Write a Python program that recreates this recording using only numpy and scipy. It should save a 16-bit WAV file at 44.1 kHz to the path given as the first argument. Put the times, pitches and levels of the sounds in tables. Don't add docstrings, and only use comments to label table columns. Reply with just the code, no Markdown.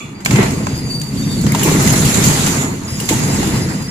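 import sys
import numpy as np
from scipy import signal
from scipy.fft import rfft, irfft, next_fast_len
from scipy.io import wavfile
from scipy.ndimage import uniform_filter1d, map_coordinates

SR = 44100
rng = np.random.default_rng(int(sys.argv[2]) if len(sys.argv) > 2 else 0)


def wrap_up_sound(samples):
    columns = np.atleast_2d(samples).T
    tamed = np.clip(columns, -1, 1)
    steps = np.round(tamed * 32767).astype(np.int16)
    wavfile.write(sys.argv[1], SR, steps)


def ratio_of_db(decibels):
    return 10 ** (np.asarray(decibels, float) / 20)


N = 171990

# time in seconds, shaft load in dB, tearing in dB, shard clatter in dB.
WORK = [(0, -31, -46, -40.5), (.245, -30.5, -61.5, -42), (.32, -12.5, -30.5, -23.5),
        (.44, -15.5, -33, -24.5), (.62, -19.5, -38, -32.5), (1.1, -24, -47, -41), (1.18, -18, -38, -39.5),
        (1.42, -16.5, -34.5, -37), (1.6, -18, -31, -27), (1.69, -13, -25, -24), (2.22, -14.5, -24, -25),
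        (2.27, -16, -19.5, -26), (2.62, -19, -31, -26.5), (2.8, -23.5, -42, -36.5), (3.08, -24, -34, -38),
        (3.12, -17, -30.5, -29), (3.55, -15.5, -31, -27), (3.9, -25, -43.5, -37)]
# frequency in Hz, width in Hz, level in dB.
FRAME_MODES = [(30, 20, -23), (48, 8.3, -11.5), (89.7, 21.4, -8), (123.1, 17.1, -3), (146.3, 13.4, 1),
               (167.4, 25.3, -3.5), (207.4, 28.4, -2.5), (273.5, 13, -6)]
# frequency in Hz, width in Hz, level in dB.
HOPPER_MODES = [(239.5, 44, -2.5), (315.3, 29, 3.5), (371.3, 35.4, 2.5), (466, 129, -5.5)]
# frequency in Hz, width in Hz, level in dB.
CASTING_MODES = [(641.5, 20.6, 2), (880, 213, 2.5), (1290, 1150, -4.5), (2030, 183, 1), (2300, 194, -5),
                 (2770, 410, -6.5), (3530, 280, -17.5), (4216, 210, -9)]
# frequency in Hz, width in Hz, level in dB.
SHARD_MODES = [(1210, 160, -1.5), (2310, 110, 0.5), (2540, 71, 0.5), (2820, 94, -1.5), (3440, 84, -1),
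               (6780, 140, -5.5)]
# time in seconds, peak in dB.
JOLTS = [(0.317, -14), (0.386, -4), (0.659, -11), (.723, -20), (0.82, -12), (.88, -13), (1.208, -9),
         (1.375, -15), (1.537, -8), (1.589, -9), (2.041, -9), (2.093, -8), (2.64, -14), (2.887, -12),
         (3.037, -5), (1.899, -4), (2.271, -10), (3.111, 6), (3.28, -13), (3.386, 4)]
# time in seconds, peak in dB.
BANGS = [(0.391, -2.5), (1.44, -6), (1.469, -4), (1.652, -0.5), (1.679, 2), (1.715, 1.5), (1.75, -1),
         (1.844, -3), (1.939, -3), (3.106, 0), (3.126, -5), (3.29, -4.5), (3.401, -4), (3.47, -7)]
# time in seconds, peak in dB, ring in Hz, T60 in seconds,
# brightness in dB per octave.
CRACKS = [(0.2029, -31.5, 850, 0.16, -4.5), (0.2593, -1.5, 2280, 0.029, -8),
          (0.3082, -9.5, 2230, 0.049, -7.5), (0.3581, -11.5, 2130, 0.068, -8.5),
          (0.3845, -10, 2030, 0.18, -16), (0.4284, -11.5, 676, 0.072, -6), (0.6684, -10, 1025, 0.029, -8.5),
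          (0.7764, -15, 4720, 0.027, 9), (1.0146, -15.5, 4700, 0.044, -3.5), (1.0374, -15, 4500, 0.03, 13),
          (1.5204, -3, 2150, 0.026, 6.5), (1.5479, -6.5, 940, 0.05, -6.5), (1.6317, -1, 2930, 0.091, 9),
          (1.8746, -6, 2020, 0.044, -0.5), (1.926, -1, 750, 0.052, 15), (2.2393, -7, 5950, 0.21, 1),
          (2.4618, -9.5, 810, 0.22, -2), (3.0001, -12, 2850, 0.083, 0), (3.0884, -7, 2100, 0.13, -4.5),
          (3.4294, -12.5, 820, 0.058, -6)]
FIRST_CRACK = [
    (0.2488, -11.5, 4230, 0.1, 1.1),
]
LATE_CHIP = [
    (3.0565, -12, 0, .03, 2),
]
# time in seconds, peak in dB, T60 in seconds,
# brightness in dB per octave.
CHIPS = [(0.507, -18, 0.046, -3), (0.815, -35, .03, 3), (0.9981, -20, .03, 2), (1.2266, -29, .04, 3),
         (1.3144, -22, .04, 3), (1.412, -15, .04, 3), (1.465, -12, 0.047, -8.5), (1.8235, -8, .05, 7),
         (1.957, -10.5, .08, -4), (2.051, -9, .1, 2), (2.172, -11, .05, 0), (2.712, -27, .04, 2),
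         (2.9026, -24, 0.12, 2), (3.277, -15, 0.056, 4), (3.472, -14, 0.062, -1), (3.7833, -24, .03, 1),
         (3.8232, -21, 0.035, 0)]
# time in seconds, pitch in Hz, level in dB.
SQUEALS = [
    [(.53, 4760, -48), (.575, 4770, -45), (.61, 4780, -54), (.64, 4770, -46), (.71, 4800, -45),
     (.73, 4815, -38), (.76, 4790, -43), (.79, 4850, -36), (.825, 4830, -43)],
    [(.83, 4800, -42), (.886, 4620, -36), (.925, 4635, -31), (1.0, 4620, -34), (1.03, 4640, -43),
     (1.042, 4520, -35), (1.06, 4620, -43), (1.095, 4640, -36), (1.11, 4640, -44)],
    [(1.17, 4620, -36), (1.225, 4600, -37), (1.245, 4720, -42), (1.275, 4590, -38), (1.31, 4610, -33),
     (1.35, 4640, -34), (1.372, 4560, -44), (1.385, 4510, -35), (1.42, 4450, -42)],
    [(2.875, 5030, -40), (2.896, 5060, -36), (2.945, 5070, -37), (2.975, 5000, -41), (3.0, 4900, -47),
     (3.07, 4900, -43)],
    [(3.19, 4990, -43), (3.236, 4950, -37), (3.27, 5010, -43), (3.31, 5030, -38), (3.37, 5050, -43)],
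    [(3.41, 4900, -43), (3.46, 5000, -41), (3.5, 5000, -46), (3.58, 5030, -38), (3.655, 5060, -39)],
    [(3.685, 4830, -43), (3.72, 4830, -41), (3.75, 4870, -43), (3.79, 4935, -40), (3.86, 4870, -41),
     (3.875, 4820, -46)],
]
OVERTONES_DB = [0, -9, -17]
# start in seconds, length in seconds, pitch in Hz, level in dB.
CHIRPS = [(0.143, .09, 4700, -56), (1.218, .035, 3640, -43), (1.285, 0.07, 3640, -43),
          (1.47, 0.055, 4850, -38), (1.17, .06, 11500, -53), (1.3, .05, 12300, -52), (1.24, .04, 5500, -48),
          (1.655, 0.06, 2350, -33), (2.586, 0.054, 6830, -42), (2.56, 0.13, 2030, -38),
          (2.64, .08, 6900, -48), (2.844, 0.025, 6950, -46), (2.92, .08, 11900, -54),
          (2.95, .05, 6950, -49), (2.995, .025, 2880, -41), (3.115, .025, 860, -27),
          (3.882, .04, 5480, -37)]
# frequency in Hz, density in dB per Hz.
TEAR_COLOUR = [(300, 1), (600, -3.5), (2000, -2), (5000, -3.5), (10000, -4.5), (16000, -13)]
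# frequency in Hz, T60 in seconds.
BAY_T60 = [(200, 0.81), (2000, 0.36), (10000, 0.68)]
# frequency in Hz, correlation from -1 to 1.
ALIKE = [(60, 0.89), (150, 1), (380, 0.79), (950, -0.0062), (2380, -0.042), (5980, 0.015), (15000, -0.07)]
# frequency in Hz, gain in dB.
LEFT_PORT = [(150, 1.5), (370, -2), (700, 2), (2400, -0.5), (6700, 2), (8600, -1.5), (10200, 4.5),
             (15000, -3.5)]
# frequency in Hz, gain in dB.
RIGHT_PORT = [(4500, 0.5), (5700, 1), (6600, 10.5), (7700, 12), (8300, -6), (10600, -2), (12300, -8),
              (15000, -4)]


def unit(x):
    return x / np.sqrt(np.mean(x ** 2) + 1e-20)


def along(points, hz):
    point_hz, value = np.transpose(points)
    return np.interp(np.log(hz + 1), np.log(point_hz + 1), value)


def curves(rows):
    s, *columns = np.transpose(rows)
    return [np.interp(np.arange(N) / SR, s, column) for column in columns]


def wobble(rate_hz):
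    knots = rng.standard_normal(int(N * 400 / SR) + 4)
    return map_coordinates(knots, [np.arange(N) * min(rate_hz, 400) / SR])


def filtered(x, response):
    size = next_fast_len(x.shape[-1] + 8192)
    spectrum = rfft(x, size) * response(np.fft.rfftfreq(size, 1 / SR))
    return irfft(spectrum, size)[..., :x.shape[-1]]


def body(modes):
    def response(f):
        total = 0
        for k, (hz, width_hz, db) in enumerate(modes):
            damping = 1j * f * width_hz
            total = total + (-1) ** k * ratio_of_db(db) * damping / (hz * hz - f * f + damping)
        return total
    return response


def spread(pair):
    def mid_side(hz):
        turn = np.arccos(np.clip(along(ALIKE, hz), -1, 1)) / 2
        return np.array([np.cos(turn), np.sin(turn)])
    mid, side = filtered(pair, mid_side)
    return np.array([mid + side, mid - side])


def grit(per_s, spiky_db, grain_s, share):
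    starts = (rng.random(N) < per_s / SR) * ratio_of_db(spiky_db * rng.random(N))
    grains = signal.lfilter([1], [1, -np.exp(-1 / (grain_s * SR))], starts)
    power = 1 - share + share * unit(grains) ** 2
    return rng.standard_normal((2, N)) * np.sqrt(power)


def patchy(x, depth_db):
    z = signal.stft(x, nperseg=512)[2]
    field = uniform_filter1d(rng.standard_normal(z.shape[1:]), size=9, axis=0)
    field = uniform_filter1d(field, size=7, axis=1)
    return signal.istft(z * ratio_of_db(depth_db * unit(field)), nperseg=512)[1][:, :N]


def faint_hiss():
    hiss = filtered(rng.standard_normal((2, N)), lambda hz: hz / (hz + 500) / (1 + (hz / 5000) ** 2))
    return ratio_of_db(-60) * unit(hiss)


def bay(x):
    hz, t, z = signal.stft(rng.standard_normal((2, SR)), SR, nperseg=256)
    tail = signal.istft(z * ratio_of_db(-60 * t / along(BAY_T60, hz)[:, None]), SR, nperseg=256)[1]
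    delayed = np.pad(x, ((0, 0), (400, 0)))
    return signal.fftconvolve(delayed, tail / np.linalg.norm(tail[0]), axes=1)[:, :N]


def shard():
    once = filtered(rng.standard_normal((2, N)), body(SHARD_MODES))
    ring = unit(filtered(once, body(SHARD_MODES)))
    t60_s = 0.53
    return ring * ratio_of_db(-31 - 60 * np.arange(N) / SR / t60_s)


def frame():
    load_db = curves(WORK)[0]
    shake = unit(spread(filtered(grit(45, 11, 0.0081, 0.3), body(FRAME_MODES))))
    blows = np.zeros(N)
    for s, db in JOLTS:
        blows[round(s * SR)] = ratio_of_db(db + 23.5) * rng.choice([-1, 1])
    return shake * ratio_of_db(load_db + 0.36 * wobble(12)) + filtered(blows, body(FRAME_MODES + HOPPER_MODES))


def hopper():
    load_db, _, clatter_db = curves(WORK)
    clatter_share = 0.57
    level_db = -23 + (1 - clatter_share) * (load_db + 14.5) + clatter_share * (clatter_db + 27)
    panels = unit(spread(filtered(grit(60, 1.2, 0.0073, 0.34), body(HOPPER_MODES))))
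    bangs = np.zeros(N)
    for s, db in BANGS:
        bangs[round(s * SR)] = ratio_of_db(db + 32.5)
    return panels * ratio_of_db(level_db) + filtered(bangs, body(HOPPER_MODES))


def squeal():
    t, out = np.arange(N) / SR, np.zeros(N)
    for rows in SQUEALS:
        hz, db = curves(rows)
        start_s, end_s = rows[0][0], rows[-1][0] + 0.007
        gate = np.clip(np.minimum(t - start_s, end_s - t) / 0.0051, 0, 1)
        phase = 2 * np.pi * np.cumsum(hz + 20 * wobble(35) + 26 * wobble(300)) / SR
        tone = sum(ratio_of_db(o_db) * np.sin((k + 1) * phase) for k, o_db in enumerate(OVERTONES_DB))
        out += gate * ratio_of_db(db + 6 + 2.6 * wobble(45) + 0.8 * wobble(170)) * tone
    return out


def chirps():
    t, out = np.arange(N) / SR, np.zeros(N)
    for start_s, length_s, hz, db in CHIRPS:
        gate = np.clip(np.minimum(t - start_s, start_s + length_s - t) / 0.0056, 0, 1)
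        phase = 2 * np.pi * np.cumsum(hz + 40 * wobble(250)) / SR
        out += gate * ratio_of_db(db + 8.5 + 1.5 * wobble(80)) * np.sin(phase)
    return out


def clatter():
    clatter_db = curves(WORK)[2]
    grains = patchy(grit(90, 2.4, 0.026, 0.27), depth_db=2.5)
    return unit(spread(filtered(grains, body(CASTING_MODES)))) * ratio_of_db(clatter_db + 0.72 * wobble(16))


def tearing():
    tear_db = curves(WORK)[1]
    grains = patchy(grit(80, 6.7, 0.01, 0.14), depth_db=2.0)
    hiss = unit(spread(filtered(grains, lambda hz: ratio_of_db(along(TEAR_COLOUR, hz)))))
    return hiss * ratio_of_db(tear_db + 4.5 + 1.2 * wobble(14))


def cracks():
    out, t = np.zeros((2, 2, N + SR)), np.arange(SR // 4) / SR
    attack = 1 - np.exp(-t / 0.00047)
    chips = [(s, db, 0, t60_s, tilt_db) for s, db, t60_s, tilt_db in CHIPS]
    for s, db, hz, t60_s, tilt_db in FIRST_CRACK + LATE_CHIP + CRACKS + chips:
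        low_cut_hz = min(hz or 1800, 1800)

        def colour(f):
            return ratio_of_db(tilt_db * np.log2((f + 200) / 4000)) * f * f / (f * f + low_cut_hz ** 2)

        burst = unit(filtered(rng.standard_normal((2, len(t))), colour))
        burst = burst * (ratio_of_db(-60 * t / max(t60_s, 0.01)) + 0.27 * ratio_of_db(-60 * t / 0.0019))
        note = 2.18 * (hz > 0) * np.sin(2 * np.pi * (hz * t + rng.random((2, 1))))
        note = note * ratio_of_db(-60 * t / 0.03 - 0.5 * max(tilt_db + 12, 0))
        start = round(s * SR)
        out[..., start:start + len(t)] += ratio_of_db(db - 5.5) * attack * np.array([burst, note])
    return out[..., :N]


def scene():
    bursts, notes = cracks()
    tone = squeal() + chirps()
    tone = np.array([tone, np.roll(tone, 12)])
    background = faint_hiss() + shard() + frame() + hopper()
    walls = ratio_of_db(-4) * bay(bursts) + ratio_of_db(-6) * bay(tone)
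    return background + walls + tone + clatter() + tearing() + bursts + notes


def low_pass(x):
    return signal.sosfilt(signal.butter(12, 16370, fs=SR, output="sos"), x)


def record(dry):
    ceiling, top_hz = 1.1, 15400
    x = filtered(dry, lambda hz: ratio_of_db([along(LEFT_PORT, hz), along(RIGHT_PORT, hz)]))
    x = x / (1 + np.abs(x / ceiling) ** 6) ** (1 / 6)
    x = filtered(x, lambda hz: 1 / (1 + (hz / top_hz) ** 200))
    return low_pass(x)


dry = scene()
out = record(dry)
wrap_up_sound(out)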